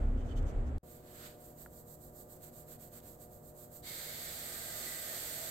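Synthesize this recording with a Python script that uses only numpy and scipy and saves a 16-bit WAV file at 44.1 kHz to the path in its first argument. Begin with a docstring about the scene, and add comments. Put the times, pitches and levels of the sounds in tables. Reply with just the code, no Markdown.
"""A car ride, then a dog's belly rub

A moving car booms with road and engine noise while something soft rustles on the seats.
After a short silence comes a quiet room: an appliance hums and a hand quickly rubs a dog's furry belly.
Then a steady hiss sets in, likely water rushing through a valve and making its pipe ring."""
import sys
import numpy as np
from scipy.fft import rfft, irfft, next_fast_len
from scipy.io import wavfile
from scipy.ndimage import map_coordinates

SR = 44100
rng = np.random.default_rng(int(sys.argv[2]) if len(sys.argv) > 2 else 0)


def to_wav(s):
    """Save 16-bit WAV."""
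    ch = np.atleast_2d(s).T  # columns
    pcm = np.round(np.clip(ch, -1, 1) * 32767)  # PCM
    wavfile.write(sys.argv[1], SR, pcm.astype(np.int16))


N = 242550
CAR_END_S, ROOM_START_S = 0.783, 0.829

# tone of the road noise inside the car: f/Hz, relative level/dB
ROAD_SPECTRUM = [(15, -40), (30, -16.5), (52, -2), (85, -6.5), (130, -14.5), (175, -32), (320, -20),
                 (470, -20), (720, -23.5), (1000, -33.5), (1350, -33), (2900, -49), (4200, -57),
                 (8000, -61.5), (15000, -76.5)]


def amp(db):
    """Turn decibels into a factor to multiply by."""
    return 10 ** (np.asarray(db) / 20)


def unit(x):
    """Scale x to an average (rms) level of 1."""
    return x / np.sqrt(np.mean(x ** 2) + 1e-20)


def clock():
    """The time of every sample, in seconds."""
    return np.arange(N) / SR


def along(points, hz):
    """Read between (frequency, value) points, with octaves evenly spaced."""
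    f, v = np.transpose(points)
    return np.interp(np.log(hz + 1), np.log(f + 1), v)


def curves(rows):
    """Join timed rows with straight lines: one curve for each column after the time."""
    times, *columns = np.transpose(rows)
    return [np.interp(clock(), times, column) for column in columns]


def wobble(rate):
    """A smooth random curve through `rate` new values a second."""
    return map_coordinates(rng.standard_normal(N // 8), [clock() * rate], mode="wrap")


def arch(start, end):
    """The speed of one movement: from rest up to 1 and back to rest."""
    return np.abs(np.sin(np.pi * np.clip((clock() - start) / (end - start), 0, 1)))


def swell(start, rise):
    """A smooth rise to 1, then a slower fade."""
    u = np.maximum(clock() - start, 0) / rise
    return (u * np.exp(1 - u)) ** 2


def filtered(x, response):
    """Turn each frequency in x up or down by the factor response(frequency)."""
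    size = next_fast_len(N + SR // 2)
    return irfft(rfft(x, size) * response(np.fft.rfftfreq(size, 1 / SR)), size)[..., :N]


def colour(points):
    """A filter shape drawn through (frequency, decibel) points."""
    return lambda hz: amp(along(points, hz))


def resonances(modes):
    """A filter shape with a peak at each pitch where an object likes to ring."""
    return lambda f: sum((-1) ** k * amp(db) * 1j * f * width / (hz * hz - f * f + 1j * f * width)
                         for k, (hz, width, db) in enumerate(modes))


def diffuse(response, grain=1):
    """Stereo noise from all around: left and right are alike in the bass, unrelated in the treble."""
    # how alike left and right are: f/Hz, likeness (1 = the same)
    likeness = [(30, 0.89), (100, 0.96), (300, 0.78), (550, 0.81), (800, 0.072), (1100, 0.022),
                (1500, -0.16), (2300, 0.077)]

    def shape(hz):
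        angle = np.arccos(np.clip(along(likeness, hz), -1, 1)) / 2
        return response(hz) * np.array([np.cos(angle), np.sin(angle)])
    mid, side = filtered(grain * rng.standard_normal((2, N)), shape)
    return unit(np.array([mid + side, mid - side]))


def tone(hz, drift, rate):
    """A pure tone whose phase wanders by about `drift` radians."""
    return np.sqrt(2) * np.sin(2 * np.pi * (hz * clock() + rng.random()) + drift * wobble(rate))


def car():
    """Tyres roar and make the air inside ring; each bump shakes out a low boom; the engine drones."""
    # pitches at which the air in the car rings: f/Hz, width/Hz, relative level/dB
    cabin_modes = [(68, 14, -3), (246.6, 40, -6.5), (105.5, 12.7, -0.5), (123.6, 17, -11)]
    # bumps in the road: t/s, rise time/s, level/dB
    bumps = [(-0.04, 0.12, -30), (0.344, 0.055, -31), (0.54, 0.042, -30), (0.735, 0.019, -34.5)]
    jolt = sum(amp(db) * swell(start, rise) for start, rise, db in bumps)
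    road = amp(-41.5 + 2.0 * wobble(9.6)) * diffuse(colour(ROAD_SPECTRUM))
    air = (amp(-46.0) + amp(-18.5) * jolt) * diffuse(resonances(cabin_modes))
    boom = jolt * tone(hz=32.6, drift=0.3, rate=15.0)
    engine = amp(-40.5 + 0.94 * wobble(7.3)) * tone(hz=70.6, drift=0.2, rate=5.6)
    return road + air + boom + engine


def water():
    """A valve opens with a rasp and keeps hissing; the pipe's ring builds up as the flow settles."""
    # tone of the hiss: f/Hz, relative level/dB
    hiss_spectrum = [(250, -9.5), (450, -6), (630, -6.5), (800, -5.5), (1050, -13.5), (1300, -6),
                     (2000, -5), (2700, -10.5), (4500, -4.5), (8000, -9), (12500, -6.5), (15500, -9.5)]
    # ringing pitches of the valve and the pipe: f/Hz, width/Hz, relative level/dB
    valve_modes = [(1580, 89, -2.5), (2160, 146, 8.5), (2940, 150, -8.5), (3710, 680, 5), (4720, 250, 6.5)]
    low_pipe_modes = [(608.6, 7.4, 3), (659, 25, 5), (678, 28, 2.5)]
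    high_pipe_modes = [(1213, 10, -3), (1579, 8, 0), (1825, 11, -3), (1993, 14, -3), (2073, 21, -17),
                       (3560, 38, -11), (4440, 24, -8), (7670, 15, -6), (7980, 20, -6.5), (8240, 41, -7),
                       (8540, 20, -0.5), (8543, 16, -3), (11700, 13, -15), (12823, 25, -13)]
    # how the pipe's low, hollow ring comes and goes: t/s, level/dB
    low_ring_levels = [(4.25, -69.5), (4.7, -55), (4.95, -61), (5.12, -56.5), (5.27, -63.5), (5.42, -54)]
    opens_s, opening_s, settle_s = 3.82, 0.058, 1.0
    age = np.maximum(clock() - opens_s, 0)
    opening = np.minimum(age / opening_s, 1)
    build_db = 9.5 * (np.minimum(age / settle_s, 1) - 1)
    jet = diffuse(lambda hz: colour(hiss_spectrum)(hz) * hz ** 2 / (hz ** 2 + 140 ** 2))
    hiss = amp(-47.5 + 1.86 * age + 0.52 * wobble(8)) * jet
    low_ring = amp(curves(low_ring_levels)[0]) * diffuse(resonances(low_pipe_modes))
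    high_ring = amp(-54.5 + build_db + 0.68 * wobble(6)) * diffuse(resonances(high_pipe_modes))
    # one pitch of the pipe sings out briefly
    sing = amp(-52.5) * arch(4.835, 5.065) * diffuse(resonances([(1984, 25, 0)]))
    rasp = amp(-51.5 - 9.5 * age) * diffuse(resonances(valve_modes))
    balance = amp([[0.4], [-0.2]])  # a little to the left
    return balance * opening * (hiss + low_ring + high_ring + sing + rasp)


def fur():
    """Hairs slip under a hand rubbing to and fro: the faster it moves, the louder they sound."""
    # moments when the hand turns around: t/s
    turns = [0.835, 1.018, 1.372, 1.548, 1.692, 1.848, 1.982, 2.118, 2.266, 2.394, 2.513, 2.657, 2.777,
             2.904, 3.014, 3.179, 3.285, 3.41, 3.535, 3.695, 3.827]
    # how hard the hand presses: t/s, level/dB, relative level of the dull swish/dB
    pressure = [(0.9, -63, -10.5), (1.2, -64, -9.5), (1.62, -61.7, -14), (2.05, -62.5, -34),
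                (2.42, -60, -14), (3.05, -59.5, -10.5), (3.47, -66.5, -26), (3.6, -59.5, -17),
                (3.82, -60.5, -22)]
    # tone of the bright hairs and of the dull swish: f/Hz, relative level/dB
    hair_spectrum = [(800, -9), (1500, -9), (2700, -27), (4000, -9.5), (5600, -9), (8000, -4.5),
                     (10500, -5), (13000, -1), (15500, -1.5)]
    swish_spectrum = [(500, -14), (1400, 3), (2700, -4), (4500, -2.5), (7000, -8), (14000, -11)]
    overlap_s = 0.0021  # the fingers do not all turn at once
    pressure_db, swish_db = curves(pressure)
    strokes = [arch(start - overlap_s, end + overlap_s) for start, end in zip(turns, turns[1:])]
    speed = sum(strokes)
    against_fur = sum(strokes[1::2])  # every second stroke is louder, with more swish
    force = amp(pressure_db + 1.5 * against_fur)
    rubbing = (clock() > turns[0]) & (clock() < turns[-1])
    bright = force * (speed ** 1.47 + 0.078 * rubbing)  # the hand never quite stops at a turn
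    since_sweep = clock() - 1.254  # one broad sweep of the palm
    sweep = amp(-57 + np.minimum(90 * since_sweep, -173 * since_sweep))
    dull = force * amp(swish_db + 3.0 * against_fur + 1.5 * wobble(11)) * speed ** 0.58 + sweep
    hairs = diffuse(colour(hair_spectrum), grain=amp(1.1 * wobble(1200)))
    tufts = amp(3.0 + 0.98 * wobble(60))  # the coat is uneven
    return tufts * (bright * hairs + amp(-1.5) * dull * diffuse(colour(swish_spectrum)))


def mouth_clicks():
    """Small wet clicks, likely the dog's mouth: a tiny crack and a short ring of the hollow inside."""
    # the clicks: t/s, ring gain/dB, crack level/dB
    clicks = [(1.6614, -40, -66), (1.662, -53, -77), (3.003, -63, -53)]
    # ringing pitches of the mouth: f/Hz, relative level/dB, time to fade by 60 dB/s
    mouth_modes = [(970, 7.5, 0.006), (1400, 3, 0.0094), (1630, -5, 0.0085)]
    out, t = np.zeros((2, N)), np.arange(SR // 20) / SR
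    ring = sum(amp(db - 60 * t / fade) * np.sin(2 * np.pi * hz * t) for hz, db, fade in mouth_modes)
    ring *= 1 - np.exp(-t / 0.00075)  # soften the start
    for start, ring_db, crack_db in clicks:
        crack = amp(crack_db - 60 * t / 0.0061) * rng.standard_normal((2, len(t)))
        first = round(start * SR)
        out[:, first:first + len(t)] += amp(ring_db) * ring + crack
    return out


def seats():
    """Something soft rubs on the car seats in short, grainy rustles, and they creak a little."""
    # the rustles: middle t/s, length/s, level/dB, relative creak level/dB
    rustles = [(0.201, 0.083, -75, 2.5), (0.27, 0.063, -72.5, -22), (0.312, 0.065, -72, 7),
               (0.38, 0.05, -63.5, -1.5), (0.429, 0.0085, -66, -22), (0.489, 0.075, -66, -17),
               (0.678, 0.057, -72.5, -17)]
    # tone of the rubbed cloth: f/Hz, relative level/dB
    cloth_spectrum = [(1500, -17), (3100, -2), (4200, -11.5), (6000, 1.5), (8000, -16), (11000, -15.5),
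                      (15000, -28)]
    # pitches of the creaking seat cover: f/Hz, width/Hz, relative level/dB
    creak_modes = [(3057, 86, 14), (3570, 150, 2.5), (4360, 280, -6.5)]
    rub, creak = 0, 0
    for middle, length, db, creak_db in rustles:
        push = amp(db) * arch(middle - length / 2, middle + length / 2)
        rub += push
        creak += amp(creak_db) * push
    slips = amp(1.2 * wobble(700))
    rustle = rub * diffuse(colour(cloth_spectrum), grain=slips)
    rustle += creak * diffuse(resonances(creak_modes), grain=slips)
    return rustle * amp([[-4], [4]])  # off to the right


def snap():
    """The car's sound stops with a faint click."""
    t = clock() - CAR_END_S + 0.00056
    return amp(-46 - 60 * np.abs(t) / 0.00076) * rng.standard_normal(N)


def room():
    """An appliance hums over the room's dull murmur and a faint, even hiss."""
    # magnetic hum from the mains power: multiple of pulse_hz, level/dB
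    mains_tones = [(2, -70.5), (3, -69.5), (4, -67.5), (5, -66.5), (6, -69), (8, -81.5), (10, -90)]
    # tones of the turning motor: f/Hz, level/dB
    motor_tones = [(107.7, -70), (150.2, -66), (235.5, -78), (297, -79), (524.6, -74), (1184, -80)]
    # tone of the murmur and of the hiss: f/Hz, relative level/dB
    murmur_spectrum = [(20, -7.5), (35, -10), (55, 2), (85, -5.5), (130, -5.5), (200, -6.5), (330, -8),
                       (430, -11), (560, -8), (680, -8.5), (900, -17), (1400, -23.5), (2500, -34.5)]
    hiss_spectrum = [(1500, -0.5), (2800, -14), (5500, -3), (8000, -2.5), (10000, -2), (15000, 2.5)]
    pulse_hz = 119.9
    hum = 0
    for hz, db in [(round(k) * pulse_hz, db) for k, db in mains_tones] + motor_tones:
        # echoes reach left and right out of step, more so at higher pitch
        lag = np.array([[1], [-1]]) * rng.choice([-1, 1]) * hz / 1400
        phase = 2 * np.pi * (hz * clock() + rng.random()) + 0.15 * wobble(6)
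        hum += amp(db + 0.6 + 1.77 * wobble(6.6)) * np.sqrt(2) * np.sin(phase + lag)
    murmur = diffuse(lambda hz: colour(murmur_spectrum)(hz) / (1 + (hz / 2600) ** 2))
    return hum + amp(-58.0) * murmur + amp(-68.0) * diffuse(colour(hiss_spectrum))


def scene():
    """First the car, then a moment of near silence, then the room."""
    in_car = np.clip(np.minimum(clock(), CAR_END_S - clock()) / 0.002, 0, 1)
    in_room = np.clip((clock() - ROOM_START_S) / 0.005, 0, 1)
    hush = amp(-80.5) * diffuse(colour(ROAD_SPECTRUM))  # a very faint rumble throughout
    ride = in_car * (car() + seats()) + snap()
    indoors = in_room * (room() + fur() + mouth_clicks() + water())
    return ride + hush + indoors


def record(dry):
    """A phone's two microphone openings each colour the treble; the very highest sounds are cut off."""
    # boost or cut at each opening: f/Hz, left level/dB, right level/dB
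    mic_colour = [(1000, -1.5, -0.5), (1810, -2, 2), (2670, -0.5, -1), (3200, 2.5, 0), (4500, -4, 3.5),
                  (4520, -2, 1.5), (5720, -3, -5), (7370, 4.5, 9), (8460, 2.5, 9.5), (9130, -0.5, 1),
                  (9360, -10.5, -5), (11300, -4, 2), (11700, -1.5, 9.5), (13400, -5.5, 10),
                  (15200, -5, 1.5)]
    points = np.vstack([(500, 0, 0), mic_colour])  # no change below 500 Hz
    left, right = points[:, [0, 1]], points[:, [0, 2]]
    heard = filtered(dry, lambda hz: amp([along(left, hz), along(right, hz)]))
    return filtered(heard, lambda hz: hz < 15800)


dry = scene()
out = record(dry)
to_wav(out)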